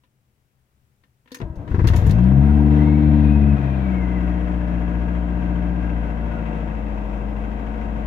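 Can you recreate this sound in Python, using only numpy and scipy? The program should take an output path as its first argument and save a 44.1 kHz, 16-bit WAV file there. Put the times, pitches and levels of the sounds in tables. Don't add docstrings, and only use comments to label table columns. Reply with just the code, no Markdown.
import sys
import numpy as np
from scipy import signal
from scipy.fft import rfft, irfft, next_fast_len
from scipy.io import wavfile
from scipy.ndimage import uniform_filter1d

SR = 44100
rng = np.random.default_rng(int(sys.argv[2]) if len(sys.argv) > 2 else 0)


def int16_out(signal):
    q = np.round(np.clip(np.atleast_2d(signal).T, -1, 1) * 32767)
    wavfile.write(sys.argv[1], SR, q.astype(np.int16))


N = 355446

# f/Hz, width/Hz, lift/dB
PANELS = [(410, 40, -5), (478, 35, 5), (540, 35, -6), (620, 60, 3), (715, 60, 4), (840, 55, -8),
          (930, 90, 6), (1210, 50, -4), (1380, 60, -8), (1445, 40, 3), (1600, 90, 4), (1790, 60, -8),
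          (2000, 90, 3), (2060, 40, -4), (2325, 90, -5), (2670, 60, 7), (2840, 60, -6), (2970, 60, -6),
          (3100, 60, 5), (3190, 50, -5), (3295, 70, 5), (3445, 60, -5), (3850, 120, 3), (5600, 70, 5),
          (6225, 120, 6)]
# t/s, clatter/dB, body rumble/dB
BULKHEAD = [(1.38, -60, -46), (1.42, -37, -27), (1.47, -46.5, -33.5), (1.55, -49.5, -41),
            (1.62, -44.5, -33.5), (1.7, -45.5, -31), (1.78, -46.5, -27.5), (1.95, -31.5, -49),
            (2.15, -30.5, -37), (2.8, -28, -36.5), (3.4, -32, -38), (3.6, -30.5, -45.5), (5., -32, -40.5),
            (8.06, -32.5, -37.5)]
# t/s, whistle/Hz
TURBO = [(2.35, 1150), (2.62, 1640), (2.78, 1980), (2.87, 2120), (3.03, 2310), (3.3, 2500), (3.5, 2530),
         (3.75, 2400), (4.0, 2145), (4.14, 2015), (4.35, 1890), (4.85, 1650), (5.2, 1600), (5.85, 1590),
         (6.1, 1520), (6.35, 1440), (6.8, 1250), (7.05, 1180)]


def undb(db):
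    return 10 ** (np.asarray(db) / 20)


def curves(rows):
    s, *columns = np.transpose(rows)
    return [np.interp(np.arange(N) / SR, s, c) for c in columns]


def at_hz(hz, points, column=1):
    points = np.array(points)
    return np.interp(np.log(np.maximum(hz, 1)), np.log(points[:, 0]), points[:, column])


def fade_in(start_s, length_s):
    return np.clip((np.arange(N) / SR - start_s) / length_s, 0, 1)


def attack(t, length_s):
    return np.minimum(t / length_s, 1)


def decay(t, t60):
    return np.exp(-np.log(1000) * t / t60)


def add(out, s, sound):
    i = int(s * SR)
    out[..., i:i + sound.shape[-1]] += sound


def walk(rate):
    step = 32
    hold = int(SR / rate / step)
    held = np.repeat(rng.standard_normal(N // (hold * step) + 2), hold)
    slewed = uniform_filter1d(uniform_filter1d(held, hold), hold)
    return 1.3 * np.interp(np.arange(N), step * np.arange(len(held)), slewed)


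def resonance_db(hz, peaks):
    return sum(lift / (1 + (2 * (hz - f) / width) ** 2) for f, width, lift in peaks)


def band(hz, centre, width):
    return 1 / (1 + ((hz / centre - centre / hz) / width) ** 2)


def lift_band(x, db, hz, kind):
    part = signal.sosfiltfilt(signal.butter(3, hz, kind, fs=SR, output="sos"), x)
    return x + (undb(db) - 1) * part


def noise(spectrum, peaks=(), drive=None):
    hz = np.fft.rfftfreq(N, 1 / SR)
    if drive is None:
        drive = rng.standard_normal((3, N))
    x = irfft(rfft(drive) * undb(at_hz(hz, spectrum) + resonance_db(hz, peaks)), N)
    return x / x.std()


def breathy_tone(rows, response):
    hz, *levels_db = curves(rows)
    db = sum(levels_db) + at_hz(hz, response)
    on = fade_in(rows[0][0], .03) * (1 - fade_in(rows[-1][0], .03))
    waver, flutter_db = .019 * walk(150), 3.3 * walk(110)
    return on * undb(db + flutter_db) * np.sin(2 * np.pi * np.cumsum(hz * (1 + waver)) / SR)


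def cabin_air():
    # f/Hz, relative density/dB
    floor = [(15, -13.5), (35, -21.5), (60, -8), (120, -12.5), (170, -20.5), (300, -21.5), (600, -26),
             (1500, -30.5), (4500, -38), (15800, -39.5)]
    # f/Hz, width/Hz, lift/dB
    hum = [(68, 10, 6.5), (97, 11, -4), (131, 26, 13), (206, 21, 10)]
    return noise(floor, hum) * undb(-63 + 0.59 * walk(4.1))


def clicks(rows):
    # f/Hz, width/Hz, lift/dB
    modes = [(980, 71, 16.5), (1810, 150, 6), (2840, 530, 4.5), (3644, 1100, 6.5), (4300, 200, 2),
             (4900, 180, -0.5), (6340, 260, -2), (6340, 300, 6.5)]
    # f/Hz, width/ratio
    parts = [(11300, 0.64), (1520, 0.98), (266, 0.078), (486, 0.87)]
    out, t = np.zeros((3, N + SR)), np.arange(SR // 4) / SR
    hz = np.maximum(np.fft.rfftfreq(len(t), 1 / SR), 1)
    colour = undb(resonance_db(hz, modes))
    for s, snap_db, snap_hz, knock_db, body_db, t60 in rows:
        rise = attack(t, 0.0027)
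        edge_db = snap_db - 6.5 + 12 * np.log2(snap_hz / 5500)
        levels_db = snap_db, edge_db, knock_db, body_db, body_db - 5
        for db, (f, width) in zip(levels_db, [(snap_hz, 0.62), *parts]):
            if f < 600:
                clunk = np.sin(2 * np.pi * f * (1 + 0.052 * rng.standard_normal()) * t)
                add(out, s, undb(db) * rise * decay(t, 1.6 * t60) * clunk)
                continue
            burst = irfft(rfft(rng.standard_normal((3, len(t)))) * colour * band(hz, f, width), len(t))
            ring = 0
            for mode_hz, _, lift in modes:
                luck, detune = rng.standard_normal(2)
                gain = undb(-12.5 + lift + 3.3 * luck) * band(mode_hz, f, width) ** 2
                ring += gain * np.sin(2 * np.pi * mode_hz * (1 + .01 * detune) * t)
            click = decay(t, t60) * burst / burst.std() + decay(t, 0.92 * t60) * ring
            add(out, s, undb(db) * rise * click)
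    return out[:, :N]


def dash_clock():
    # snap/dB, snap/Hz, knock/dB, body/dB, t60/s
    tick = (-65, 3591, -58.5, -65, 0.092)
    return clicks([(s, *tick) for s in np.arange(0.035, N / SR, 1.0)])


def ignition():
    # t/s, snap/dB, snap/Hz, knock/dB, body/dB, t60/s
    contacts = [(1.257, -72, 2500, -51, -53, 0.037), (1.274, -62, 3200, -51.5, -60, 0.11),
                (1.306, -67, 3000, -50, -58, 0.053), (1.3165, -39, 4600, -41.5, -33, 0.082),
                (1.344, -34.5, 5800, -32, -46, 0.075), (1.3675, -48, 6070, -43, -40, 0.061),
                (1.384, -52, 5000, -53, -47, 0.082), (1.4, -53, 5000, -38.5, -48, 0.049),
                (1.4132, -60, 3000, -31.5, -27.5, 0.05), (1.555, -59, 5300, -60, -51.5, 0.11),
                (1.6758, -66, 4040, -41.5, -38.5, 0.088), (1.8707, -29.5, 5100, -24.5, -27.5, 0.1),
                (1.885, -30, 3400, -23.5, -26.5, 0.041), (1.9348, -46, 5000, -36, -35, 0.15),
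                (1.961, -38, 5560, -33, -30.5, 0.11), (1.985, -47, 4000, -40, -32, 0.071),
                (2.06, -49, 5930, -36, -30, 0.11), (2.07, -48, 6000, -40.5, -39, 0.18),
                (2.0941, -40, 5200, -29, -22.5, 0.049), (2.1073, -35, 4590, -36, -36, 0.082),
                (2.14, -57.5, 5500, -52, -45, .15), (2.185, -57, 5500, -49.5, -44.5, .12),
                (2.234, -50.5, 4500, -52, -35.5, 0.1), (2.262, -53, 3960, -41, -42.5, 0.036)]
    return clicks(contacts)


def keys():
    # f/Hz, level/dB, t60/s
    modes = [(5440, -6, .1), (6300, 2, .05), (6980, 6, 0.13), (7860, -8, .1), (8620, -5, 0.12),
             (10070, -1, 0.2), (10800, 5, .06), (11480, 2, .04), (12680, -2, .22), (13890, -1, 0.17),
             (14220, -2, .1)]
    # t/s, level/dB, ring time/ratio
    touches = [(1.345, -64, .3), (1.871, -54, .3), (1.937, -64, .5), (1.958, -50.5, 1.2), (2.066, -47, .25),
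               (2.108, -48, 0.26)]
    out, t = np.zeros((3, N)), np.arange(SR // 4) / SR
    for s, db, free in touches:
        for (hz, mode_db, t60), (luck, detune) in zip(modes, rng.standard_normal((len(modes), 2))):
            phase = 0.49 * rng.standard_normal((3, 1))
            tone = np.sin(2 * np.pi * hz * (1 + 0.0034 * detune) * t + phase)
            add(out, s, undb(db + mode_db + 1.5 * luck) * tone * decay(t, t60 * free) * attack(t, 0.0018))
    return out


def valve_gear(firings):
    size = 2048
    patterns = irfft(np.exp(2j * np.pi * rng.random((2, 3, size // 2 + 1))), size)
    place = firings / 4 % 1 * size
    first, second = ([np.interp(place, np.arange(size), p, period=size) for p in trio]
                     for trio in patterns)
    drift = 0.72 * walk(3.185)
    drive = np.cos(drift) * first + np.sin(drift) * second
    return drive / drive.std()


def clatter(firing_hz, firings):
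    # f/Hz, relative density/dB
    spectrum = [(150, -28.5), (250, -11), (350, -12.5), (600, -15), (850, -19), (1350, -22.5), (2000, -28),
                (2750, -34), (3500, -41.5), (4400, -50), (7000, -53.5), (9000, -60), (15800, -61)]
    cylinders = [1.5, -2, -1.5, -3]
    # firing rate/Hz, brightness/dB, added rasp/dB
    colour = [(9.55, -5, 10.5), (13.4, 4, 11), (34, -2.5, 14), (41.4, -9, 15), (52.1, -1, -0.5),
              (56.3, 1, -2), (70, -1, 0)]
    # t/s, lift/dB
    rasp = [(2.3, 1.5), (2.65, 0.5), (2.9, 5), (3.3, 6.5), (3.52, 0.5), (3.62, 3.5), (3.85, 5),
            (3.98, -0.5), (4.4, -.5), (8.06, 0)]
    repeat = 0.3
    drive = np.sqrt(repeat) * valve_gear(firings) + np.sqrt(1 - repeat) * rng.standard_normal((3, N))
    count = firings.astype(int)
    strength = undb(rng.standard_normal(count[-1] + 1)[count] + np.take(cylinders, count, mode="wrap"))
    pulses = uniform_filter1d(1 + 0.52 * strength * np.exp(-(firings % 1) / 1.4), 40)
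    x = noise(spectrum, PANELS, drive * pulses * undb(0.68 * walk(25)))
    boost = (curves(TURBO)[0] / 2830) ** 2.8
    x = lift_band(x, at_hz(firing_hz, colour) + 5 * boost, 1250, "high")
    x = lift_band(x, at_hz(firing_hz, colour, column=2) - 5.5 * boost, 3280, "high")
    return lift_band(x * undb(curves(BULKHEAD)[0]), curves(rasp)[0], (3350, 4500), "band")


def rumble():
    # f/Hz, relative density/dB
    spectrum = [(8.8, -36), (15, -11), (59, -6.5), (78, 0.5), (102, 1), (197, -4), (255, -22), (294, -3.5),
                (348, -15), (450, -24), (580, -45), (990, -120)]
    return noise(spectrum) * undb(curves(BULKHEAD)[1])


def hard_knocks():
    # t/s, level/dB
    blows = [(1.402, -32.5), (1.678, -38.5), (1.714, -29), (1.744, -23.5), (1.79, -21.5), (1.842, -20),
             (1.9, -25), (1.933, -23.5), (1.986, -25.5), (2.024, -29), (2.051, -31), (2.095, -31),
             (2.18, -35.5), (3.569, -29.5), (4.997, -34.5), (7.842, -36)]
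    # f/Hz, relative density/dB
    spectrum = [(150, -8.5), (350, 11), (600, -10), (980, -3.5), (1350, -7), (1950, -10), (2800, -26.5),
                (4500, -32.5), (9000, -51), (15800, -58.5)]
    envelope, t = np.zeros(N), np.arange(SR // 8) / SR
    for s, db in blows:
        add(envelope, s, undb(db) * np.exp(-t / 0.021) * attack(t, 0.0012))
    return envelope * noise(spectrum, PANELS)


def starter():
    # t/s, f/Hz, level/dB
    mesh = [(1.43, 300, -52), (1.47, 322, -49), (1.55, 324, -54), (1.585, 264, -54), (1.61, 262, -50),
            (1.635, 335, -52), (1.67, 305, -53), (1.7, 320, -56)]
    # f/Hz, gain/dB
    housing = [(260, 3), (330, 5), (520, -1), (680, 2), (800, -2), (980, 0), (1060, -2), (1300, -10),
               (1570, -4), (1680, -14), (2000, -24)]
    return sum(breathy_tone(np.array(mesh) * [1, k, 1], housing) for k in range(1, 7))


def start_thumps():
    # t/s, level/dB, f/Hz
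    thumps = [(1.431, -28.5, 54.6), (1.452, -23, 61), (1.499, -23, 74), (1.571, -25.5, 53.4),
              (1.597, -30, 98.5), (1.711, -14.5, 61), (1.741, -11.5, 86.4), (1.782, -9.5, 100),
              (1.817, -7.5, 75), (1.841, -6.5, 103), (1.867, -7, 67.6), (1.901, -6.5, 88),
              (1.922, -10.5, 62.4), (1.95, -7, 77.3), (1.969, -8.5, 103), (1.987, -11, 80.3),
              (2.021, -8.5, 93.4), (2.048, -6.5, 78.6), (2.067, -4.5, 83.7)]
    out, t = np.zeros(N), np.arange(SR // 4) / SR
    for s, db, hz in thumps:
        ring = -np.sin(2 * np.pi * hz * t) * (t / 0.0069) * np.exp(1 - t / 0.0068)
        overtone = -.45 * np.sin(2 * np.pi * 1.6 * hz * t) * np.exp(-t / 0.021)
        heave = 0.084 * np.sin(2 * np.pi * 25 * t) * np.exp(-t / .05)
        add(out, s, undb(db) * (ring + overtone + heave) * attack(t, 0.0019))
    return out


def cabin_boom(firing_hz, firings, load):
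    # f/Hz, level/dB
    loaded = [(42, -25.5), (60, -17.5), (68, -17), (71.5, -13), (75, -17.5), (107, -18.5), (128, -19),
              (137, -12), (143, -23), (149, -18.5), (160, -24.5), (186, -13.5), (202, -21.5), (214, -20),
              (226, -21.5), (248, -34), (265, -27), (283, -24), (297, -16), (310, -21), (336, -27),
              (356, -33), (372, -40.5)]
    # f/Hz, level/dB
    unloaded = [(51, -27), (55, -27.5), (59, -23), (63, -21.5), (68, -23), (105, -50.5), (118, -41),
                (125, -35.5), (136, -22), (156, -55), (161, -35.5), (165, -33), (170, -36.5), (178, -27.5),
                (190, -24.5), (202, -31), (220, -30), (238, -34.5), (250, -41), (268, -32.5), (280, -26.5),
                (295, -19.5), (303, -16), (312, -26.5), (340, -30)]
    orders = [0, 0, 0, -5, -17]
    # t/s, gain/dB
    third = [(6.72, 0), (6.8, -12)]
    out = 0
    for order, db in enumerate(orders, 1):
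        hz = order * firing_hz
        db += load * at_hz(hz, loaded) + (1 - load) * at_hz(hz, unloaded)
        if order == 3:
            db += curves(third)[0]
        flutter_db = 0.58 * walk(12) + 0.78 * walk(45)
        phase = 2 * np.pi * order * firings + 0.51 * walk(6) + 0.52 * (order - 1) ** 2
        out += np.sqrt(2) * undb(db + flutter_db) * np.cos(phase)
    return out


def uneven_orders(firing_hz, firings):
    # f/Hz, level/dB
    spectrum = [(14, -56.5), (28, -39.5), (42, -59), (60, -41), (90, -44), (130, -39.5), (160, -42),
                (200, -38.5), (250, -55.5), (290, -36), (330, -51), (365, -51), (410, -52), (455, -53),
                (484, -47), (520, -55), (550, -56), (590, -48.5), (625, -52), (660, -57.5), (710, -48),
                (760, -50.5), (830, -61), (925, -58), (1000, -62), (1150, -68.5), (1400, -76.5)]
    # f/Hz, slope/(dB per Hz of firing rate)
    growth = [(300, .5), (600, 0.45), (1000, -0.26)]
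    step, out = 8, 0
    firing_hz, firings = firing_hz[::step], firings[::step]
    for quarter, phase in zip(range(1, 80), rng.random((80, 3, 1))):
        if quarter % 4 or quarter > 20:
            hz = firing_hz * quarter / 4
            lift_db = (2.5, 0.5, 0, 0.5)[quarter % 4]
            db = at_hz(hz, spectrum) + at_hz(hz, growth) * (firing_hz - 60) + lift_db
            out += undb(db + 2 * walk(3)[::step]) * np.sin(2 * np.pi * (firings * quarter / 4 + phase))
    return signal.resample_poly(out, step, 1, axis=1)[:, :N]


def cylinder_slap(firings, load):
    # f/Hz, level/dB, t60/s, delay/s
    modes = [(591, -36.5, 0.13, 0.00081), (940, -28.5, .09, 0.0073), (361.6, -31, 0.39, 0.0035),
             (330, -29, 0.11, .004)]
    # t/s, level/dB
    strength = [(2.1, -7.5), (2.55, -5), (2.7, -2), (2.9, 1.5), (3.1, -3), (3.2, -5), (3.55, -10)]
    slap_s, scatter_db = 2.7, 2.5
    cycle = np.floor((firings - firings[int(slap_s * SR)]) / 4)
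    effort = load * undb(curves(strength)[0] + scatter_db * rng.standard_normal(N))
    blows = np.diff(cycle, prepend=cycle[0]) * effort
    out, t = 0, np.arange(SR // 4) / SR
    for hz, db, t60, delay_s in modes:
        since = np.maximum(t - delay_s, 0)
        ring = np.sin(2 * np.pi * hz * since) * decay(since, t60) * attack(since, 0.0035)
        out += undb(db) * signal.fftconvolve(blows, ring)[:N]
    return out


def turbo_whistle():
    # f/Hz, level/dB
    response = [(1150, -57), (1260, -49), (1330, -48), (1380, -53), (1440, -41), (1490, -47), (1540, -45),
                (1590, -46), (1605, -49), (1650, -46.5), (1760, -56), (1880, -51), (1980, -44.5),
                (2050, -42.5), (2150, -44), (2230, -48), (2320, -54), (2450, -53), (2530, -50)]
    return breathy_tone(TURBO, response)


def stray_knocks(firing_hz, firings, load):
    # f/Hz, relative density/dB
    spectrum = [(300, -22), (700, -7), (1000, -0.5), (1600, -1), (2600, -1.5), (3500, -17), (5000, -31.5),
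                (15800, -52.5)]
    loud_at = int(7.288 * SR)
    firings = firings + 1 - firings[loud_at] % 1 + .01
    count = firings.astype(int)
    loud_cylinder = (count - count[loud_at]) % 4 == 0
    luck = np.minimum(rng.exponential(size=count[-1] + 1), 2.2)[count]
    db = -55.5 + 4 * luck - 0.65 * (firing_hz - 55) + 6.5 * loud_cylinder + 2.3 * walk(4)
    since = firings % 1 / firing_hz
    envelope = np.exp(-since / 0.016) * attack(since, 0.0038)
    return (1 - load) * undb(db) * envelope * noise(spectrum, PANELS)


def engine():
    # t/s, firing rate/Hz
    cranking = [(1.4, 8.8), (1.68, 9.8), (1.75, 19), (1.9, 34), (2.0, 36.7)]
    # t/s, firing rate/Hz
    revs = [(2.06, 41.5), (2.14, 52.15), (2.19, 59), (2.26, 63.12), (2.39, 68.85), (2.59, 73.37),
            (3.04, 75.08), (3.5, 70.7), (4.0, 61.5), (4.151, 60.8), (4.78, 58.81), (5.67, 59.39),
            (5.92, 58.27), (6.75, 53.87), (7.06, 51.32), (7.44, 52.51), (7.66, 54.1), (8.06, 54.1)]
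    # t/s, load/share
    fuel = [(2.06, 1.), (3.545, 1), (3.575, 0), (6.9, 0), (7.6, 0.02)]
    firing_hz, load = curves(cranking + revs)[0], curves(fuel)[0]
    firings = np.cumsum(firing_hz) / SR
    boom = cabin_boom(firing_hz, firings, load)
    mechanical = clatter(firing_hz, firings) + rumble()
    orders = boom + uneven_orders(firing_hz, firings)
    blows = cylinder_slap(firings, load) + stray_knocks(firing_hz, firings, load)
    return mechanical * fade_in(1.385, 0.044) + (orders + blows) * fade_in(2.05, 0.052)


def microphone_ports(common, left, right):
    # f/Hz, left minus right/dB
    balance = [(60, 6.0), (110, 6.5), (200, 8.5), (380, 4), (700, 3.5), (1290, 6), (2380, 9.5),
               (4400, -0.5), (8120, -1.5), (15000, 7)]
    # f/Hz, power/share
    coherence = [(60, 0.95), (300, 0.93), (640, 0.51), (1500, 0.38), (4000, 0.12), (15000, 0.07)]
    lag_s, lag_from_hz = 0.00038, 710
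    size = next_fast_len(N + SR)
    hz = np.fft.rfftfreq(size, 1 / SR)
    alike, lean = at_hz(hz, coherence), undb(at_hz(hz, balance) / 2)
    late = np.exp(-2j * np.pi * hz * lag_s / (1 + (lag_from_hz / np.maximum(hz, 1)) ** 4))
    shared, own = np.sqrt(alike) * rfft(common, size), np.sqrt(1 - alike)
    left_port = (shared * late + own * rfft(left, size)) * lean
    right_port = (shared + own * rfft(right, size)) / lean
    return irfft([left_port, right_port], size)[:, :N]


def scene():
    air = cabin_air()
    engine_bay = engine() + start_thumps() + hard_knocks() + turbo_whistle() + starter()
    dash = dash_clock() + ignition() + keys()
    return microphone_ports(*(air + engine_bay + dash))


def record(dry):
    top_cut = signal.ellip(10, .2, 70, 15830, fs=SR, output="sos")
    return signal.sosfilt(top_cut, np.tanh(0.61 * dry) / 0.78)


dry = scene()
out = record(dry)
int16_out(out)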